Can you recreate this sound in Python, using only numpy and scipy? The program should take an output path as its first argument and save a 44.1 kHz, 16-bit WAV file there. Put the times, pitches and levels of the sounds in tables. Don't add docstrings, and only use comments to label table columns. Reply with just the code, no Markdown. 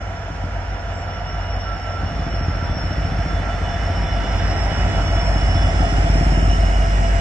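import sys
import numpy as np
from scipy import signal
from scipy.io import wavfile
from scipy.ndimage import uniform_filter1d

SR = 44100
rng = np.random.default_rng(int(sys.argv[2]) if len(sys.argv) > 2 else 0)


def digitize_waveform(pressure):
    field = np.atleast_2d(pressure).T
    bounded = np.clip(field, -1, 1)
    quanta = np.round(bounded * 32767).astype(np.int16)
    wavfile.write(sys.argv[1], SR, quanta)


def how_loud(loudness_db):
    steps = np.asarray(loudness_db, float) / 20
    return 10 ** steps


N = 317545
TIME = np.arange(N) / SR


def exhaust():
    trail_hz, trail_start_turns, behind_s = 5.973, .685, 2
    doppler = columns(PASS, TIME - behind_s)[0]
    trailing_turns = trail_start_turns + trail_hz * np.cumsum(doppler) / SR
    return orders(crank_turns(), "order ") + orders(trailing_turns, "trailing ")


# crank order, level in dB against order 15.
UPPER_ORDERS = [(10, -12), (11, -16), (12, -16), (13, -5), (14, -8), (15, 0), (16, -6), (17, -11)]


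def orders(turns, engine):
    angle = 2 * np.pi * turns
    low = 0
    for k in range(7, 10):
        stack_shift = .8 * (k - 8) ** 2
        low = low + how_loud(heard_db(engine + str(k))) * np.cos(k * angle + 2.4 + stack_shift)
    upper = sum(how_loud(db) * np.cos(int(k) * angle + k ** 2) for k, db in UPPER_ORDERS)
    return np.sqrt(2) * (low + how_loud(heard_db(engine + "15")) * upper)


# time in seconds, Doppler factor on every engine pitch,
# lag of the left microphone in samples.
PASS = [
    (0, 1, -4),
    (3.5, .9985, -1.2),
    (4.5, .9965, 2.5),
    (5.5, .992, 7.6),
    (6.5, .986, 15.8),
    (7.2, .983, 19),
    (8, .981, 22),
]


def crank_turns():
    crank_hz, start_turns = 6.115, .475
    return start_turns + crank_hz * np.cumsum(columns(PASS)[0]) / SR


# frequency in Hz, width in Hz, level in dB.
BLOCK_MODES = [(690.2, 20.7, 22), (729, 77, 12.5), (666, 26, -24), (763, 69, 8.5), (1350, 120, -21),
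               (930, 69, -24)]


def knock(pattern):
    rough = .74
    turns = crank_turns()
    count = 16 * turns
    at = np.flatnonzero(np.diff(np.floor(count)))
    cylinder = np.floor(count[at + 1]).astype(int) % 16
    blows = np.zeros(N)
    blows[at] = pattern[cylinder] * how_loud(1.0 * rng.standard_normal(len(at)))
    rattle = rng.standard_normal((2, N)) * (1 + .3 * np.cos(2 * np.pi * turns))
    drive = (1 - rough) * evened(blows) + rough * rattle
    hood = signal.butter(2, 1800, fs=SR, output="sos")
    drive = signal.sosfilt(hood, drive)
    ring = sum(how_loud(db) * evened(resonate(drive, hz, width)) for hz, width, db in BLOCK_MODES)
    return how_loud(heard_db("knock") - 3.5) * evened(ring)


def resonate(x, hz, width):
    turn = np.exp(2j * np.pi * hz * np.cumsum(columns(PASS)[0]) / SR)
    r = np.exp(-np.pi * width / SR)
    return 2 * (turn * signal.lfilter([1 - r], [1, -r], x / turn)).real


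# frequency in Hz, density in dB per Hz.
ROAR_FAR = [(30, -11), (60, -19), (95, -16), (150, -13), (380, -24), (690, -16), (1060, -27), (1400, -20),
            (2700, -32), (4100, -42), (5600, -43), (7200, -55), (9800, -73), (14000, -78)]
ROAR_NEAR = [(30, -13), (65, -17), (160, -16), (500, -27), (690, -21), (1060, -31), (1400, -27),
             (2100, -29), (2700, -36), (4200, -45), (5600, -43), (7900, -47), (9800, -61), (14000, -73)]


def roar():
    hz, t, z = signal.stft(rng.standard_normal((2, N)), SR, nperseg=2048, noverlap=1536)
    patches = uniform_filter1d(rng.standard_normal(z.shape[1:]), 20, 0)
    patches = evened(uniform_filter1d(patches, 8, 1))
    fizz_db = np.interp(t, [0, 4.3], [10, 1])
    treble = np.clip(hz[:, None] / 2000 - 2.5, 0, 1)
    colour = how_loud(blend(ROAR_FAR, ROAR_NEAR, hz, t) + treble * fizz_db)
    colour /= np.sqrt(np.sum(colour[42:121] ** 2, axis=0) / len(hz))
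    level = how_loud(heard_db("roar", t) + 1.0 + 0.69 * patches)
    gas = signal.istft(z * colour * level, SR, nperseg=2048, noverlap=1536)[1][:, :N]
    return gas * (1 + 0.011 * np.cos(2 * np.pi * crank_turns()))


def turbine():
    line = whistle(5403, 40, .6)
    skirt = np.array([whistle(5310, 150, 0), whistle(5310, 150, 0)])
    octave = np.array([whistle(10790, 200, 0), whistle(10790, 200, 0)])
    return how_loud(heard_db("turbine")) * (line + how_loud(-3.5) * skirt) + how_loud(heard_db("octave")) * octave


# frequency in Hz, width in Hz.
GEAR_TONES = [
    (966, 14),
    (1349, 20),
    (1930, 14),
    (2899, 26),
]


def gears():
    tones = []
    for k, (hz, width) in enumerate(GEAR_TONES):
        tones.append(how_loud(heard_db("gear " + str(k + 1))) * whistle(hz, width, .5))
    return tones


def blowers():
    blower = whistle(2963, 30, .3) + how_loud(-10) * whistle(3035, 25, .1) + how_loud(-11) * whistle(5920, 130, 0)
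    fan = whistle(3466, 20, .6)
    return how_loud(heard_db("fan")) * fan, how_loud(heard_db("blower")) * blower


def whistle(hz, width, steady):
    sag = .0022 * np.cos(2 * np.pi * crank_turns())
    speed = columns(PASS)[0] * (1 - sag)
    turn = np.exp(2j * np.pi * hz * np.cumsum(speed) / SR)
    r = np.exp(-np.pi * width / SR)
    a, b = rng.standard_normal((2, N))
    fuzz = signal.lfilter([1], np.convolve([1, -r], [1, -r]), a + 1j * b)
    fuzz = fuzz / np.sqrt(np.mean(abs(fuzz) ** 2))
    steady = np.clip(steady, 0, 1)
    return (turn * (np.sqrt(2 * steady) + np.sqrt(2 - 2 * steady) * fuzz)).real


PARTS = {"order 7": (-28, 8.3, 1.2), "order 8": (-15, 6.54, 0.99), "order 9": (-26, 5.3, 1.5),
         "order 15": (-27, 8.4, 4.34), "trailing 7": (-42, 6.2, 5), "trailing 8": (-36, 4, 2.6),
         "trailing 9": (-36.5, 5.7, 4.3), "trailing 15": (-32.5, 5, 0.97), "roar": (-32.5, 6.4, 3.19),
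         "knock": (-27, 5.74, 2.53), "gear 1": (-46.5, 7.4, 6.8), "gear 2": (-41.5, 3.5, 12),
         "gear 3": (-47.5, 5.7, 1.46), "gear 4": (-47.5, 4.4, 5), "blower": (-41, 5.93, 1.3),
         "fan": (-48.5, 4.65, 1.4), "turbine": (-40, 5.57, 1), "octave": (-64, 6.5, 0.79)}
# part, time in seconds,
# half length in seconds, change in dB.
COVER = [("roar", 4.66, 0.43, 1.4), ("order 9", 3.5, .2, -6), ("order 15", 5.6, 0.12, 3.6),
         ("roar", 6.64, 0.39, -1), ("knock", 0.85, .4, 1.4), ("knock", 2.9, 0.63, -3),
         ("knock", 4.4, 0.32, 0.73), ("knock", 4.2, .4, -3), ("knock", 5.5, 0.67, 1.1),
         ("gear 1", 2.2, .35, -15), ("gear 1", 3.25, .3, -14), ("gear 1", 6, 0.29, -20),
         ("gear 2", 0.5, 0.52, -9.5), ("gear 2", 2.95, 0.14, -7), ("gear 2", 4.26, 0.46, -3),
         ("gear 2", 7.0, 0.22, -1), ("gear 3", 4.45, 0.16, 4.2), ("gear 3", 4.9, 0.15, 3.9),
         ("gear 4", 0.35, 0.61, -8), ("gear 4", 3.25, 1, -7), ("blower", 2.7, 0.34, -4),
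         ("blower", 6.52, 0.031, 9.2), ("fan", 5.63, 0.12, 4.5), ("fan", 6.5, 0.4, -6),
         ("turbine", 1.5, 0.45, 4.6), ("fan", 1.35, .5, -3.5), ("turbine", 2.63, 0.4, 4.4),
         ("turbine", 5.4, 0.19, 3.6), ("turbine", 3.51, 0.17, -5.5), ("turbine", 4.5, .15, 4)]


def heard_db(part, t=TIME):
    closest_db, closest_s, reach_s = PARTS[part]
    cover_db = sum(db * np.exp(-((t - s) / half) ** 4) for name, s, half, db in COVER if name == part)
    return closest_db - 10 * np.log10(1 + ((t - closest_s) / reach_s) ** 2) + cover_db


# time in seconds, firings per second.
BIKE_RATE = [(2.033, 11.23), (2.21, 13.77), (3.14, 14.35), (3.59, 13.84), (4.26, 14.85), (4.44, 16.3),
             (4.55, 13.99), (4.69, 13.55), (5.12, 13.48), (5.22, 15.16), (5.51, 15.35), (5.96, 17.01),
             (6.51, 19.34), (6.82, 19.86), (7.08, 21.94)]
# time in seconds, thump level in dB.
BIKE_DB = [(1.9, -14), (2.1, -18), (2.7, -15), (3.2, -13.5), (3.6, -20.5), (4.0, -21), (4.25, -24.5),
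           (4.6, -14.5), (4.9, -14.5), (5.3, -18), (5.7, -15), (6.1, -8.5), (6.5, -11.5), (6.8, -19.5),
           (7.1, -29)]
# time in seconds, level in dB.
KICKS = [
    (0.303, -21),
    (0.44, -17.5),
]
# frequency in Hz, level in dB, 60 dB decay time in seconds.
PIPE = [(84, -1, .12), (125, -7, .11), (160, -7, .13), (230, -15, .11), (285, -14, .11)]


def motorcycle():
    running = TIME > BIKE_RATE[0][0]
    cycles = np.cumsum(columns(BIKE_RATE)[0] * running) / SR
    at = np.flatnonzero(np.diff(np.ceil(cycles)))
    firings = np.zeros(N)
    firings[at] = how_loud(columns(BIKE_DB)[0][at] + 1.8 * rng.standard_normal(len(at)))
    for s, db in KICKS:
        firings[int(s * SR)] = how_loud(db)
    t = np.arange(8000) / SR
    thump = sum(how_loud(db - 60 * t / t60) * -np.sin(2 * np.pi * hz * t) for hz, db, t60 in PIPE)
    silencer = signal.butter(3, [44, 400], "bandpass", fs=SR, output="sos")
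    thump = signal.sosfilt(silencer, thump)
    return signal.oaconvolve(firings, thump)[60:N + 60]


def chirp():
    hz = np.interp(TIME, [.91, .96, 1.0, 1.04], [7560, 7640, 7650, 7600])
    rough = evened(uniform_filter1d(rng.standard_normal(N), 150))
    swell = np.exp(-((TIME - .975) / 0.06) ** 4)
    return how_loud(-59) * rough * swell * np.sin(2 * np.pi * np.cumsum(hz) / SR)


def tick():
    out = np.zeros(N)
    out[int(4.3603 * SR)] = how_loud(-32.5)
    return np.diff(out, prepend=0)


# frequency in Hz, share of direct sound.
SAME = [(50, 0.25), (120, 0.98), (300, 0.57), (700, 0.9), (1500, 0.35), (3000, 0.18), (5400, 0.22),
        (8000, 0.12)]
# frequency in Hz, left minus right in dB.
LEAN_FAR = [(60, 0.0), (96, 0.0), (150, 2.0), (240, 1.0), (390, 0.0), (620, -1.0), (990, -2.5),
            (1580, -6.5), (2510, -5.5), (4010, -1.5), (6390, 3.0), (10200, -6.0)]
LEAN_NEAR = [(60, 0.0), (96, 0.5), (150, 0.5), (240, 1.0), (390, 2.5), (620, -2.0), (990, -0.5),
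             (1580, -5.0), (2510, -5.5), (4010, -1.5), (6390, -2.5), (10200, -9.0)]


def pair(x, lag_share, ahead_s):
    hz, t, z = signal.stft(np.atleast_2d(x), SR, nperseg=1024, noverlap=768)
    same = np.clip(spectrum(SAME, hz), .05, 1) ** (len(z) - 1)
    lag_s = lag_share * columns(PASS, t + ahead_s)[1] / SR
    late = np.exp(-2j * np.pi * hz[:, None] * lag_s)
    lean = how_loud(blend(LEAN_FAR, LEAN_NEAR, hz, t) / 2)
    left = (same * z[0] + np.sqrt(1 - same ** 2) * z[-1]) * late * lean
    right = z[0] / lean
    return signal.istft(np.array([left, right]), SR, nperseg=1024, noverlap=768)[1][:, :N]


def evened(x):
    return x / np.sqrt(np.mean(x ** 2) + 1e-20)


def columns(rows, t=TIME):
    s, *values = np.transpose(rows)
    return [np.interp(t, s, v) for v in values]


def spectrum(rows, hz):
    knots, values = np.transpose(rows)
    return np.interp(np.log(hz + 1), np.log(knots + 1), values)[:, None]


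def blend(far, near, hz, t):
    a, b = spectrum(far, hz), spectrum(near, hz)
    return a + (b - a) * np.clip((t - 1.2) / 4.9, 0, 1)


# time in seconds, left minus right in dB.
TURBINE_PAN = [
    (0, 3.5),
    (2.4, 6),
    (4.1, 4.5),
    (4.7, -8),
    (5.3, 4.5),
    (6, -3.5),
    (7.2, 2),
]


def scene():
    pattern = how_loud(4.3 * rng.standard_normal(16)) * rng.choice([-1, 1], 16)
    pan = how_loud(np.outer([.5, -.5], columns(TURBINE_PAN)[0]))
    *nose_gears, tail_gear = gears()
    fan, blower = blowers()
    nose, tail = how_loud(np.outer([-5.5, -1.5], [.5, -.5])[..., None])
    tones = nose * pair(sum(nose_gears) + fan, 0.98, .5)
    tones += tail * pair(tail_gear + blower, 0.94, -.45)
    tones += pan * pair(turbine(), 1, 0)
    train = pair(roar(), 0.83, .2) + pair(knock(pattern), 0.41, .2) + tones
    return train + exhaust() + how_loud([[.4], [-.4]]) * motorcycle() + chirp()


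# frequency in Hz, limit in dB against the surroundings.
MASKING = [(2000, -26), (3500, -14), (5000, -12), (7000, -10), (8500, -6), (10000, -4), (11500, 0),
           (13200, 1), (14500, 18)]


def drop_masked(x):
    hz, t, z = signal.stft(x, SR, nperseg=2048, noverlap=1536)
    power = abs(z[:, :1024, :z.shape[2] // 2 * 2]) ** 2
    blocks = power.reshape(2, 256, 4, -1, 2).mean((0, 2, 4)) + 1e-20
    around = uniform_filter1d(uniform_filter1d(blocks, size=41, axis=0), size=9, axis=1)
    wander = uniform_filter1d(rng.standard_normal(blocks.shape), 3, 0)
    wander = evened(uniform_filter1d(wander, 3, 1))
    limit_db = spectrum(MASKING, hz[2:1024:4]) + 3 * wander
    kept = blocks > around * how_loud(2 * limit_db)
    z[:, :1024, :power.shape[2]] *= kept.repeat(4, 0).repeat(2, 1)
    return signal.istft(z, SR, nperseg=2048, noverlap=1536)[1][:, :N]


def roll_off(x):
    return signal.sosfilt(signal.butter(12, 16000, fs=SR, output="sos"), x)


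def record(dry):
    bass_cut = signal.butter(2, 32, "highpass", fs=SR, output="sos")
    faded_in = dry * np.minimum(TIME / .01, 1)
    heard = signal.sosfilt(bass_cut, faded_in)
    return roll_off(drop_masked(heard) + tick())


dry = scene()
out = record(dry)
digitize_waveform(out)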